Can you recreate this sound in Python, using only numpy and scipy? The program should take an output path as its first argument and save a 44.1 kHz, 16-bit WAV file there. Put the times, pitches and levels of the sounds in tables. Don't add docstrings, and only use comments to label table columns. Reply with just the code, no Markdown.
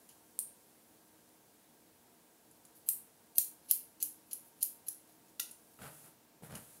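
import sys
import numpy as np
from scipy import signal
from scipy.fft import rfft, irfft
from scipy.io import wavfile
from scipy.ndimage import uniform_filter1d

SR = 44100
rng = np.random.default_rng(int(sys.argv[2]) if len(sys.argv) > 2 else 0)


def output_pcm(signal):
    pcm = np.clip(np.atleast_2d(signal).T, -1, 1) * 32767
    wavfile.write(sys.argv[1], SR, np.round(pcm).astype(np.int16))


def decibels_to_gain(level_db):
    exponent = np.asarray(level_db, float) / 20
    return 10 ** exponent


N = 299880


def evened(x):
    return x / np.sqrt(np.mean(x ** 2) + 1e-20)


def read(points, hz):
    f, value = np.transpose(points)
    return np.interp(np.log(hz + 1), np.log(f + 1), value)


def add(mix, s, sound):
    part = mix[..., round(s * SR):][..., :sound.shape[-1]]
    part += sound[..., :part.shape[-1]]


def coloured(x, points):
    gain = decibels_to_gain(read(points, np.fft.rfftfreq(len(x), 1 / SR)))
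    return evened(irfft(rfft(x) * gain, len(x)))


def resonate(x, hz, width):
    return signal.lfilter(*signal.iirpeak(hz, hz / width, SR), x)


def ringing(modes, detune, colour=((SR, 0),), uneven_db=0.0):
    t = np.arange(3000) / SR
    out = np.zeros(len(t))
    for k, (hz, db, t60) in enumerate(modes):
        shift, weight = rng.standard_normal(2)
        level = decibels_to_gain(db + read(colour, hz) + uneven_db * weight - 60 * t / t60)
        out += (-1) ** k * level * np.sin(2 * np.pi * hz * (1 + detune * shift) * t)
    return out


def grains(count, per_s, spread_db):
    size = decibels_to_gain(spread_db * np.minimum(rng.exponential(1, count), 4))
    size = size * rng.choice([-1., 1.], count)
    return evened(size * (rng.random(count) < per_s / SR))


# frequency in Hz, level in dB, decay t60 in seconds.
STEEL_MODES = [(2740, -3, 0.0043), (3220, -7, 0.0064), (4180, 0, 0.0049), (5150, 2.5, 0.0032),
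               (5810, 1, 0.0052), (6800, 4.5, 0.0036), (7790, 0, 0.0028), (8690, -0.5, 0.0028),
               (9860, 1, 0.0036), (11000, 5.5, 0.003), (11080, -9.5, 0.0026), (12030, 4, 0.0013),
               (12970, 0, 0.0059), (14000, -0.5, 0.0036), (14050, -24.5, 0.0062), (15660, -4, 0.0043)]


def snap(s, peak_db, knock_db, ring_db, tip_db, rebound_db):
    t = np.arange(700) / SR
    chatter, bounce = rng.standard_normal((2, len(t)))
    blow = (t == 0) + resonate(0.16 * np.exp(-t / 0.001) * chatter, 11900, 6400)
    rebound = decibels_to_gain(rebound_db) * np.exp(-((t - 0.0034) / 0.0015) ** 2)
    blow += resonate(0.35 * decibels_to_gain(3) * rebound * bounce, 10700, 4900)

    colour = [(3000, 1.25 * knock_db), (6800, knock_db), (8900, ring_db), (10700, 0), (13200, tip_db)]
    modes = ringing(STEEL_MODES, 0.008, uneven_db=1.2)
    click = 3.5 * signal.unit_impulse(len(modes))
    body = coloured(np.roll(modes + click, 40), colour)

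    direct = signal.fftconvolve(blow, body)
    spread = np.pad(body, (0, len(t) - 1)) * np.linalg.norm(blow)
    return s - 0.0001, decibels_to_gain(peak_db) * np.array([direct, spread]) / abs(direct).max()


# singing frequency in Hz, low-mode level in dB.
PIVOT_DULLNESS = [(3200, 6), (6500, -1), (11000, -8), (13500, -16.5)]


def slide(start, end, start_db, end_db, sing_hz):
    count = round((end - start) * SR)
    swell = decibels_to_gain(np.linspace(start_db, end_db, count)) * signal.windows.tukey(count, 0.1)
    slips = grains(count, 9000, 1.3) * swell
    body = ringing(STEEL_MODES, 0.03, [(6800, read(PIVOT_DULLNESS, sing_hz)), (9000, 0.0096)])
    song = ringing([(sing_hz, 0, 0.008)], 0.0047)
    body = body / np.linalg.norm(body) + 0.55 * song / np.linalg.norm(song)
    return start, signal.fftconvolve(slips, body)


# time in seconds, peak in dB, handle knock in dB, 9 kHz ring in dB,
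# rebound in dB.
SNAPS = [
    (0.3897, -14, -12, 11.5, -17.5),
    (2.8877, -7, -15.5, 4.5, -16),
    (3.3821, -3, -8, 4.5, -13),
    (3.7107, -5, -9.5, 1.5, -14.5),
    (4.026, -11.5, -11, 0.5, -10.5),
    (4.331, -21.5, -13.5, -5, -12),
    (4.627, -12, -11.5, -0.5, -7.5),
    (4.8835, -22.5, -13.5, -3, -8),
    (5.397, -21, -2, 0.5, -3),
]
# time in seconds, peak in dB, handle knock in dB.
TICKS = [(0.0897, -43.5, -7), (1.2894, -56, -4), (2.5107, -49, -11), (2.6509, -44, -6), (3.356, -38, -7),
         (4.316, -42, -2), (4.3224, -45, -11), (5.0741, -52, -8), (5.2594, -58, 0), (5.4925, -48, 17),
         (5.511, -38, -11), (5.737, -54, -7), (5.8188, -43, 1), (6.519, -46, -2), (6.552, -34, -5.5)]
# start and end in seconds, start and end level in dB,
# singing mode in Hz.
SLIDES = [(0.09, 0.13, -64, -72, 3050), (2.75, 2.78, -63, -64, 13200), (2.86, 2.908, -60, -41, 13200),
          (3.35, 3.382, -58, -41, 13500), (3.644, 3.697, -69, -66, 12200), (3.685, 3.715, -56.5, -34, 9930),
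          (4.001, 4.015, -50, -54, 6100), (4.012, 4.026, -52, -45, 7930), (4.31, 4.332, -46.5, -62, 6800),
          (4.265, 4.31, -70, -73, 13500), (4.567, 4.6, -75, -67, 14000), (5.395, 5.41, -38, -42, 10700),
          (4.445, 4.49, -66, -67, 14500), (4.606, 4.627, -54, -42, 8800), (4.865, 4.883, -55, -52, 11100),
          (5.085, 5.194, -64, -88, 10500), (5.281, 5.3, -71, -73, 6450)]
# frequency in Hz, level in dB, decay t60 in seconds.
FINGER_RING_MODES = [(1413, -14.5, 0.028), (1944, -18, 0.047), (2750, -10, 0.02), (3650, -6.5, 0.0098),
                     (4680, -11, 0.0078)]


def scissors():
    out = np.zeros((2, N))
    for s, peak_db, knock_db, ring_db, rebound_db in SNAPS:
        tip_db = 6 + 0.58 * peak_db
        add(out, *snap(s, peak_db, knock_db, ring_db, tip_db, rebound_db))
    for s, peak_db, knock_db in TICKS:
        add(out, *snap(s, peak_db, knock_db, ring_db=2, tip_db=-11, rebound_db=-9))
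    for row in SLIDES:
        add(out, *slide(*row))
    thin_blades = signal.butter(3, 2220, "high", fs=SR, output="sos")
    out = signal.sosfilt(thin_blades, out)
    add(out, 5.397, decibels_to_gain(-28.5) * ringing(FINGER_RING_MODES, 0.0016))
    return out


# start in seconds, hold in seconds, push on the head in dB,
# teeth scraping in dB, hair hiss in dB.
CONTACTS = [
    (5.785, 0.011, -54.5, -65, -61),
    (5.809, 0.054, -59.5, -55, -56.5),
    (5.898, 0.11, -72, -71, -60),
    (6.031, 0.035, -69, -68.5, -60.5),
    (6.419, 0.024, -56, -60.5, -59),
    (6.49, 0.043, -50, -58, -62),
    (6.54, 0.019, -72, -57, -54.5),
    (6.604, 0.15, -74, -74, -61),
]
RISE_S = (0.017, 0.011, .015)
RELEASE_DB_PER_S = (220, 265, 261)


def contact(layer):
    t = np.arange(N) / SR
    rise = RISE_S[layer]
    power = np.zeros(N)
    for s, hold, *dbs in CONTACTS:
        released = np.maximum(t - s - rise - hold, 0)
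        level = decibels_to_gain(dbs[layer] - RELEASE_DB_PER_S[layer] * released)
        power += (np.clip((t - s) / rise, 0, 1) * level) ** 2
    return np.sqrt(power)


# frequency in Hz, width in Hz, level in dB.
HEAD_MODES = [(143.4, 31, 9), (223, 35, 0), (465, 90, -6), (600, 90, -18), (940, 140, -38)]
# frequency in Hz, level in dB per Hz.
TEETH_SPECTRUM = [(210, -47.5), (350, -34), (452, 1.5), (517, -32), (571, -2.5), (1100, -11.5),
                  (1330, -6.5), (2170, -14), (5000, -23.5), (6500, -42), (11000, -120)]
# frequency in Hz, level in dB per Hz.
HAIR_SPECTRUM = [(1470, -46.5), (2500, -13), (2970, -11.5), (3520, -11), (3800, -13.5), (5310, -12),
                 (10500, 0.5), (15200, -7), (16000, -11)]
# time in seconds, peak in dB, pitch in Hz.
LANDINGS = [(5.7898, -49, 1290), (5.818, -46, 1530), (5.86, -58, 624), (6.048, -64, 320), (6.423, -47, 425),
            (6.434, -49.5, 458), (6.498, -49, 627), (6.556, -55, 560), (6.555, -44, 2950),
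            (6.761, -63, 635)]


def comb():
    push, scrape, hiss = [contact(layer) for layer in range(3)]
    jolts = grains(N, 700, 4.2)
    head = evened(sum(decibels_to_gain(db) * evened(resonate(jolts, hz, width)) for hz, width, db in HEAD_MODES))
    out = push * head
    out += scrape * coloured(grains(N, 1500, 2.3), TEETH_SPECTRUM)
    out += hiss * coloured(grains(N, 8000, 3.0), HAIR_SPECTRUM)
    for s, peak_db, hz in LANDINGS:
        modes = [(hz, 0, 0.02), (2.17 * hz, -6, 0.012), (200, -5, 0.08)]
        add(out, s, decibels_to_gain(peak_db) * ringing(modes, 0.012))
    return out


# time in seconds, level in dB.
RUSTLE_LEVEL = [(0.0, -68), (0.68, -68), (0.9, -70), (2.0, -73), (3.1, -71), (4.0, -71), (4.8, -71),
                (5.2, -72.5), (5.8, -66)]


def rustle():
    s, db = np.transpose(RUSTLE_LEVEL)
    level = decibels_to_gain(np.interp(np.arange(N) / SR, s, db, right=-99) - 1.5)
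    return level * coloured(grains(N, 15000, 2.5), HAIR_SPECTRUM)


# frequency in Hz, level in dB.
ECHO_COLOUR = [(1500, -5.5), (3000, -6.5), (6500, -4.5), (9000, -0.5), (13000, -0.5), (15500, -2)]
# frequency in Hz, decay t60 in seconds.
WALL_DECAY = [(1500, 0.44), (4000, 0.31), (10400, 0.3), (15500, 0.24)]


def room(x):
    taps = np.zeros(SR // 2)
    at = np.arange(200, len(taps) - 14, 14)
    size = decibels_to_gain(3.4 * rng.standard_normal(len(at)))
    taps[at + rng.integers(0, 14, len(at))] = rng.choice([-1., 1.], len(at)) * size
    hz, t, z = signal.stft(taps, SR, nperseg=128)
    level_db = read(ECHO_COLOUR, hz)[:, None] - 60 * t / read(WALL_DECAY, hz)[:, None]
    tail = signal.istft(z * decibels_to_gain(level_db), SR, nperseg=128)[1]
    tail = tail * (1 - np.exp(-np.arange(len(tail)) / SR / 0.0009))
    return signal.fftconvolve(x, tail / np.linalg.norm(tail))[:N]


# frequency in Hz, level in dB per Hz.
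AIR_SPECTRUM = [(12, -66), (20, -38), (44, -13.5), (187, -3.5), (234, -9), (285, -10), (310, -3),
                (410, -8.5), (446, -5.5), (897, -10), (1150, -14), (2990, -19), (10500, -18), (16000, -17)]
# frequency in Hz, width in Hz, level in dB.
FAN_LINES = [(237, 31, -76.5), (313.1, 5.1, -76.5), (450.5, 10.4, -82), (692.3, 30.6, -81.5),
             (917, 21.5, -81.5), (1599, 20, -87)]


def air():
    frames, hz = N // 256 + 5, np.fft.rfftfreq(1024, 1 / SR)
    a, b, patches = rng.standard_normal((3, 513, frames))
    patches = evened(uniform_filter1d(uniform_filter1d(patches, 14, 1), 30, 0))
    z = (a + 1j * b) * decibels_to_gain(read(AIR_SPECTRUM, hz)[:, None] + 0.63 * patches)
    out = decibels_to_gain(-66) * evened(signal.istft(z, nperseg=1024, noverlap=768)[1][:N])
    for line_hz, width, db in FAN_LINES:
        out += decibels_to_gain(db) * evened(resonate(rng.standard_normal(N), line_hz, width))
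    return out


def scene():
    steel, spread = scissors()
    plastic = comb()
    turn = np.pi * np.arange(N) / SR / 0.7
    near = spread + decibels_to_gain(-3.5) * plastic
    echoes = room(near * np.cos(turn)) + room(near * np.sin(turn))
    return (steel + plastic + decibels_to_gain(-4) * echoes + rustle() + air())[None]


def band_limit(x):
    return signal.sosfilt(signal.butter(12, 16970, fs=SR, output="sos"), x)


def record(dry):
    thin = signal.sosfilt(signal.butter(2, 55.6, "high", fs=SR, output="sos"), dry)
    band_edge = signal.firwin(401, 15750, window=("kaiser", 6), fs=SR)
    limited = signal.oaconvolve(thin, band_edge[None], "same")
    leak = decibels_to_gain(-32) * (thin - limited)
    return band_limit(limited + leak)


dry = scene()
out = record(dry)
output_pcm(out)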